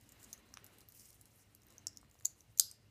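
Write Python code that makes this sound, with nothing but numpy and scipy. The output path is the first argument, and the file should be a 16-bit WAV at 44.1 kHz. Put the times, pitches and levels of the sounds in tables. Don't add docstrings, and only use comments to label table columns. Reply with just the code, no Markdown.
import sys
import numpy as np
from scipy import signal
from scipy.io import wavfile

SR = 44100
rng = np.random.default_rng(int(sys.argv[2]) if len(sys.argv) > 2 else 0)


def to_linear_factor(level_db):
    exponent = np.asarray(level_db, float) / 20
    return 10 ** exponent


def generate_wav(signal):
    frames = np.transpose(np.atleast_2d(signal))
    scaled = np.clip(frames, -1, 1) * 32767
    pcm = np.round(scaled).astype(np.int16)
    wavfile.write(sys.argv[1], SR, pcm)


N = 127890

# t/s, level/dB
SNAP = [
    (2.5963, -34),
    (2.5968, -19.5),
    (2.5972, -17),
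    (2.5975, -17.5),
    (2.5981, -21),
    (2.5992, -27),
    (2.6007, -31),
]


def rms_one(x):
    return x / np.sqrt(np.mean(x ** 2) + 1e-20)


def in_time(rows):
    return np.interp(np.arange(N) / SR, *np.transpose(rows))


def at_hz(points, hz):
    freqs, values = np.array(points).T
    return np.interp(np.log(hz), np.log(freqs), values)


def drift(rate):
    step, settle = 40, 2000
    r = np.exp(-2 * np.pi * rate * step / SR)
    noise = rng.standard_normal(N // step + settle + 2)
    slow = signal.lfilter([1], [1, -2 * r, r * r], noise)[settle:]
    return np.interp(np.arange(N) / step, np.arange(len(slow)), rms_one(slow))


def ring(clicks, hz, t60):
    r = to_linear_factor(-60 / (t60 * SR))
    w = 2 * np.pi * hz / SR
    return signal.lfilter([0, np.sin(w)], [1, -2 * r * np.cos(w), r * r], clicks + 1e-18)


def whistle(hz, width, count):
    return rms_one(ring(rng.standard_normal(count), hz, 1.9 / width))


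def highpass(x, order, hz):
    return signal.sosfilt(signal.butter(order, hz, "high", fs=SR, output="sos"), x)


def bands():
    edges = 20 * 2 ** np.arange(0, 9.9, 1 / 3)
    return [(np.sqrt(a * b), signal.butter(2, [a, b], "band", fs=SR, output="sos"))
            for a, b in zip(edges, edges[1:])]


def coloured(spectrum, patchy_db, source):
    low, high = spectrum[0][0] / 1.3, spectrum[-1][0] * 1.3
    total = np.zeros(N)
    for k, (hz, sos) in enumerate(bands()):
        if low < hz < high:
            gain = to_linear_factor(at_hz(spectrum, hz) + patchy_db * drift(26))
            total += gain * signal.sosfilt(sos, source[k % 2])
    return rms_one(total)


def add(out, s, burst):
    i = int(s * SR)
    out[i:i + len(burst)] += burst[:N - i]


def background():
    # f/Hz, level/dB per Hz
    floor_spectrum = [(12, -51), (20, -25), (101, 0.5), (222, -21), (388, -15.5), (738, -20.5),
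                      (897, -27.5), (4940, -28.5), (16000, -41.5)]
    # f/Hz, width/Hz, level/dB rms, share of the load swing
    hum_lines = [(56.6, 14, -76.5, 0.71), (105.4, 29, -72, 0.037), (139, 53, -86, 0.12),
                 (217, 25, -83.5, 1), (295.6, 11, -84.5, 0.86)]
    # t/s, level/dB
    motor_load = [
        (0, 3.5),
        (1, -1),
        (1.5, 0),
        (1.7, 4.5),
        (2.05, 9),
        (2.15, -4),
        (2.9, -6),
    ]
    load_db = in_time(motor_load)
    out = to_linear_factor(-74.5) * coloured(floor_spectrum, 0.96, rng.standard_normal((2, N)))
    for hz, width, db, share in hum_lines:
        line = ring(rng.standard_normal(N + SR), hz, 3.5 / width)[SR:]
        out = out + to_linear_factor(db + share * load_db) * rms_one(line)
    return out


def room(x):
    # f/Hz, t60/s, level/dB
    decay = np.array([(1486, 0.47, -0.5), (3540, 0.17, 3.5), (5270, 0.32, 2.5), (7000, 0.13, -4.5),
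                      (10000, 0.22, 3), (14000, 0.16, -0.5)])
    build_up_s = 0.006
    t = np.arange(SR // 2) / SR
    white = rng.standard_normal((2, len(t)))
    tail = np.zeros(len(t))
    for k, (hz, sos) in enumerate(bands()):
        if hz > 300:
            t60 = at_hz(decay[:, :2], hz)
            level_db = at_hz(decay[:, ::2], hz)
            tail += signal.sosfilt(sos, white[k % 2]) * to_linear_factor(level_db - 60 * t / t60)
    tail = tail * np.clip(t / build_up_s, 0, 1) ** 2
    return signal.fftconvolve(x, tail / np.sqrt(np.sum(tail ** 2)))[:N]


def reflections(struck):
    # t/s, level/dB
    surfaces = [
        (.0105, -16),
        (0.014, -25),
        (.0225, -32.5),
    ]
    out = np.zeros(N)
    for s, db in [(0.0017, -9.5)] + surfaces:
        out += to_linear_factor(db) * np.r_[np.zeros(int(s * SR)), struck[:-int(s * SR)]]
    return out


def sleeve():
    # t/s, level/dB
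    effort = [(0, -69), (.15, -62.5), (.38, -62), (.5, -65), (.63, -62), (.82, -63.5), (.87, -69.5),
              (1.4, -69), (1.62, -71.5), (1.7, -64.5), (2.05, -70.5), (2.15, -71.5), (2.9, -71.5)]
    # f/Hz, level/dB per Hz
    cloth_spectrum = [(120, -14), (200, 2), (455, -5.5), (868, -10), (1150, -9.5), (2840, -13),
                      (3250, -15.5), (5000, -18), (6500, -53.5), (11000, -120)]
    # f/Hz, width/Hz, level/dB
    weave = [(1860, 130, -15), (2130, 100, -15), (2830, 90, -12), (4050, 120, -14)]
    lines = sum(to_linear_factor(db + 1.5 * drift(10)) * whistle(hz, width, N) for hz, width, db in weave)
    cloth = coloured(cloth_spectrum, 1.8, rng.standard_normal((2, N)))
    return to_linear_factor(in_time(effort) - 6) * (cloth + lines)


def rub():
    # t/s, level/dB
    speed = [(0, -73.5), (.08, -75.5), (.22, -69), (.4, -77), (.6, -78), (.8, -72), (.88, -79.5),
             (.96, -68.5), (1.06, -64), (1.15, -71.5), (1.22, -73.5), (1.3, -75), (1.39, -69.5),
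             (1.5, -79.5), (1.7, -76.5), (2, -82.5), (2.18, -76), (2.9, -82.5)]
    # f/Hz, level/dB per Hz
    friction_spectrum = [(1470, -45.5), (2500, -6.5), (3950, -22), (5920, 0), (10100, -1.5), (13400, -6),
                         (15500, -3)]
    grains_per_s, grain_db, spread_db = 300, 10.5, 4
    db = in_time(speed)
    born = rng.random((2, N)) < grains_per_s * to_linear_factor(db - db.max()) / SR
    height = to_linear_factor(spread_db * np.minimum(rng.exponential(1, (2, N)), 3))
    grains = born * height * rng.choice([-1, 1], (2, N))
    source = rng.standard_normal((2, N)) + to_linear_factor(grain_db) * grains
    return to_linear_factor(db) * to_linear_factor(2 * drift(22)) * coloured(friction_spectrum, 2.3, source)


def knocks():
    # t/s, level/dB peak, f/Hz, overtones/dB
    thuds = [(.33, -57, 2350, -6), (.539, -47, 1530, -24), (.572, -39, 1500, -5), (.5721, -43, 2650, -8),
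             (1.87, -56, 1400, 0), (2.03, -49, 1068, -22), (2.047, -58, 1900, -10), (2.154, -55, 945, -17),
             (2.209, -54, 1915, -7), (2.251, -58, 1300, 0), (2.2545, -49, 2300, -3), (2.255, -54, 1400, -6),
             (2.5866, -54, 2600, 0), (2.597, -46, 420, -3.5), (2.598, -37, 1570, -14),
             (2.7133, -58, 2900, -8)]
    t60 = 0.0045
    out, touch = np.zeros(N), np.r_[1, np.zeros(1500)]
    for s, db, hz, over_db in thuds:
        overtones = sum(ring(touch, m * hz, t60) for m in (2.0, 2.42, 3.8, 3.7))
        body = ring(touch, hz, t60) + to_linear_factor(over_db) * overtones
        band = signal.butter(2, [0.53 * hz, min(4.4 * hz, 12000)], "band", fs=SR, output="sos")
        add(out, s, to_linear_factor(db) * signal.sosfilt(band, body))
    return out


def ticks(rows):
    ring_s, crack_s = 0.0019, 0.0007
    out, touch = np.zeros(N), np.r_[1, np.zeros(800)]
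    t = np.arange(len(touch)) / (crack_s * SR)
    crack = signal.butter(2, [12000 / 3.45, 12000 * 1.83], "band", fs=SR, output="sos")
    for s, db, hz, bright_db in rows:
        body = np.zeros(len(touch))
        for mode_hz, gain in [(hz, 1), (hz / 1.2, to_linear_factor(-36))]:
            mode = touch
            for _ in range(3):
                mode = ring(mode, mode_hz, ring_s)
            body += gain * rms_one(mode)
        noise = signal.sosfilt(crack, rng.standard_normal(len(touch)) * np.sqrt(t) * np.exp(-t))
        click = body / np.abs(body).max() + to_linear_factor(bright_db) * noise / np.abs(noise).max()
        add(out, s, to_linear_factor(db) * click)
    return highpass(out, 4, 4250)


def chatter(rows):
    gap_s, fall_db = 0.0022, -14
    followers = []
    for s, db, hz, bright_db in rows:
        for k, (gap, drop, tune) in enumerate(rng.random((3, 3))):
            later = s + gap_s * (k + 0.24 + gap)
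            weaker = db + fall_db * (0.48 + drop)
            detuned = min(hz * (0.99 + 0.22 * tune), 14000)
            followers.append((later, weaker, detuned, bright_db))
    return followers


def links():
    # t/s, level/dB peak, f/Hz, bright share/dB
    contacts = [(0.011, -67.5, 4900, 21), (0.0909, -54, 7340, 6.5), (0.1207, -53.5, 7300, 10.5),
                (0.2295, -50, 7540, 6.5), (0.24, -48.5, 8300, 3), (0.2444, -49, 6740, 5.5),
                (0.3294, -36, 6440, 3), (0.378, -53.5, 6700, -5), (0.4732, -72, 7500, 5),
                (0.4891, -60, 6480, -11), (0.5396, -41.5, 5840, 2), (0.6432, -45, 12600, 3),
                (0.6646, -48.5, 10000, 6), (0.7848, -59, 12000, 6), (0.7836, -61, 8100, 12),
                (0.806, -55, 11300, 12), (0.8144, -55, 3960, 2), (0.8868, -46.5, 12230, -1),
                (0.9218, -55.5, 11400, 8.5), (0.9, -64, 6260, 0), (0.949, -54, 12900, -1),
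                (0.975, -67, 9200, 16), (1.018, -63, 10500, 15), (1.035, -62, 7440, 6),
                (1.071, -62, 11000, 0), (0.9963, -53, 5850, 9.5), (1.0553, -59, 8260, 13),
                (1.0878, -53, 8800, -2), (1.1041, -56.5, 11700, 11), (1.129, -61, 4540, 10.5),
                (1.1438, -55, 12300, -8), (1.2119, -49.5, 9650, 4.5), (1.2555, -60, 6800, 11.5)]
    return ticks(contacts + chatter(contacts))


def clasp():
    # t/s, level/dB peak, f/Hz, bright share/dB
    handling = [(1.5494, -51, 12200, 6), (1.6192, -60, 5640, 4), (1.6337, -59.5, 6900, 3),
                (1.6676, -56.5, 13900, -1), (1.6846, -62, 6030, 8.5), (1.724, -60, 7360, 7),
                (1.738, -65.5, 7950, 8), (1.704, -60.5, 6730, 12), (1.7814, -41, 6330, -9),
                (1.9308, -56, 5440, -10), (1.9308, -60, 6850, -7), (1.9605, -57, 5530, -5),
                (1.9635, -60, 6200, -3), (1.9719, -40.5, 5640, -7), (1.9719, -42, 6800, 1),
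                (2.0133, -55.5, 8200, -2.5), (2.0984, -61.5, 8900, 1), (2.144, -63.5, 7000, 7),
                (2.1126, -59, 6920, 8), (2.19, -59.5, 6000, 3), (2.1985, -61, 8970, 10),
                (2.209, -61.5, 10900, 3), (2.223, -56.5, 7000, -4), (2.244, -61.5, 6800, -10),
                (2.248, -43, 6300, -1.5), (2.4064, -49.5, 6100, 0), (2.7012, -65.5, 7600, 8),
                (2.7133, -41.5, 8500, -3), (2.7133, -45, 6260, -13.5)]
    # t/s, level/dB peak, f/Hz, bright share/dB
    catches = [(1.8688, -27, 7400, -7.5), (1.8688, -29.5, 5550, -31), (1.8706, -33, 6600, -2),
               (1.8706, -35, 5390, -34), (1.874, -57, 5350, -18), (1.8818, -42, 5350, -20),
               (1.8838, -48, 5350, -18), (2.2508, -29.5, 6500, 2.5), (2.2535, -40.5, 6070, -5),
               (2.2547, -16.5, 6980, -6), (2.2552, -38, 4320, -29), (2.2566, -30, 7600, 0),
               (2.258, -44.5, 7600, 9), (2.5733, -58.5, 7000, 8), (2.5758, -41.5, 7000, 4),
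               (2.5845, -51.5, 7000, 6), (2.5866, -37.5, 6500, 6.5), (2.5885, -54, 6500, -11)]
    return ticks(handling) + ticks(catches)


def shiver():
    # f/Hz, width/Hz, level/dB, t60/s
    clusters = [(3600, 500, -8, 0.13), (4120, 300, -2.5, 0.24), (4860, 180, -1.5, 0.31),
                (5040, 260, -4, 0.36), (5850, 680, -8, 0.27), (6500, 450, -6, 0.29), (7480, 220, -4.5, .28),
                (8500, 700, -10, .2), (9400, 550, -10.5, .18), (10280, 660, -5.5, 0.24),
                (11650, 300, -1.5, .22), (12400, 380, -6.5, .2), (13900, 900, -12, 0.12)]
    rise_s = 0.0084
    out, t = np.zeros(N), np.arange(SR // 2) / SR
    wash = sum(to_linear_factor(db - 60 * t / t60) * whistle(hz, width, len(t)) for hz, width, db, t60 in clusters)
    wash = highpass(wash, 6, 3350)
    add(out, SNAP[1][0], to_linear_factor(-43.5) * np.clip(t / rise_s, 0, 1) ** 2 * wash)
    return out


def snap():
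    # f/Hz, width/Hz, level/dB
    clasp_modes = [(3320, 230, -27), (3625, 300, -11), (4220, 450, -7.5), (4900, 285, -2), (6425, 150, -5),
                   (7630, 550, 0.5), (8220, 510, -5.5), (8950, 340, -6.5), (10020, 690, 0.5),
                   (11700, 160, -6), (12740, 380, -9), (13800, 3200, 6.5)]
    out, (s, db) = np.zeros(N), np.transpose(SNAP)
    for hz, width, level_db in clasp_modes:
        strength = to_linear_factor(db + level_db + rng.normal(0, 1.3, len(s)))
        clicks = np.zeros(N)
        clicks[(s * SR).astype(int)] = strength * rng.choice([-1, 1], len(s))
        out += ring(clicks, hz, 2.57 / width)
    return highpass(out, 6, 3300)


def scene():
    watch = links() + clasp() + knocks()
    struck = watch + snap()
    near = struck + reflections(struck)
    far = to_linear_factor(-17.5) * room(watch)
    return (near + far + shiver() + rub() + sleeve() + background())[None]


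def band_limit(x):
    return signal.sosfilt(signal.butter(12, 16500, fs=SR, output="sos"), x)


def record(dry):
    low_cut = highpass(dry, 2, 48)
    top_cut = signal.sosfilt(signal.cheby2(14, 32, 15550, fs=SR, output="sos"), low_cut)
    return band_limit(top_cut)


dry = scene()
out = record(dry)
generate_wav(out)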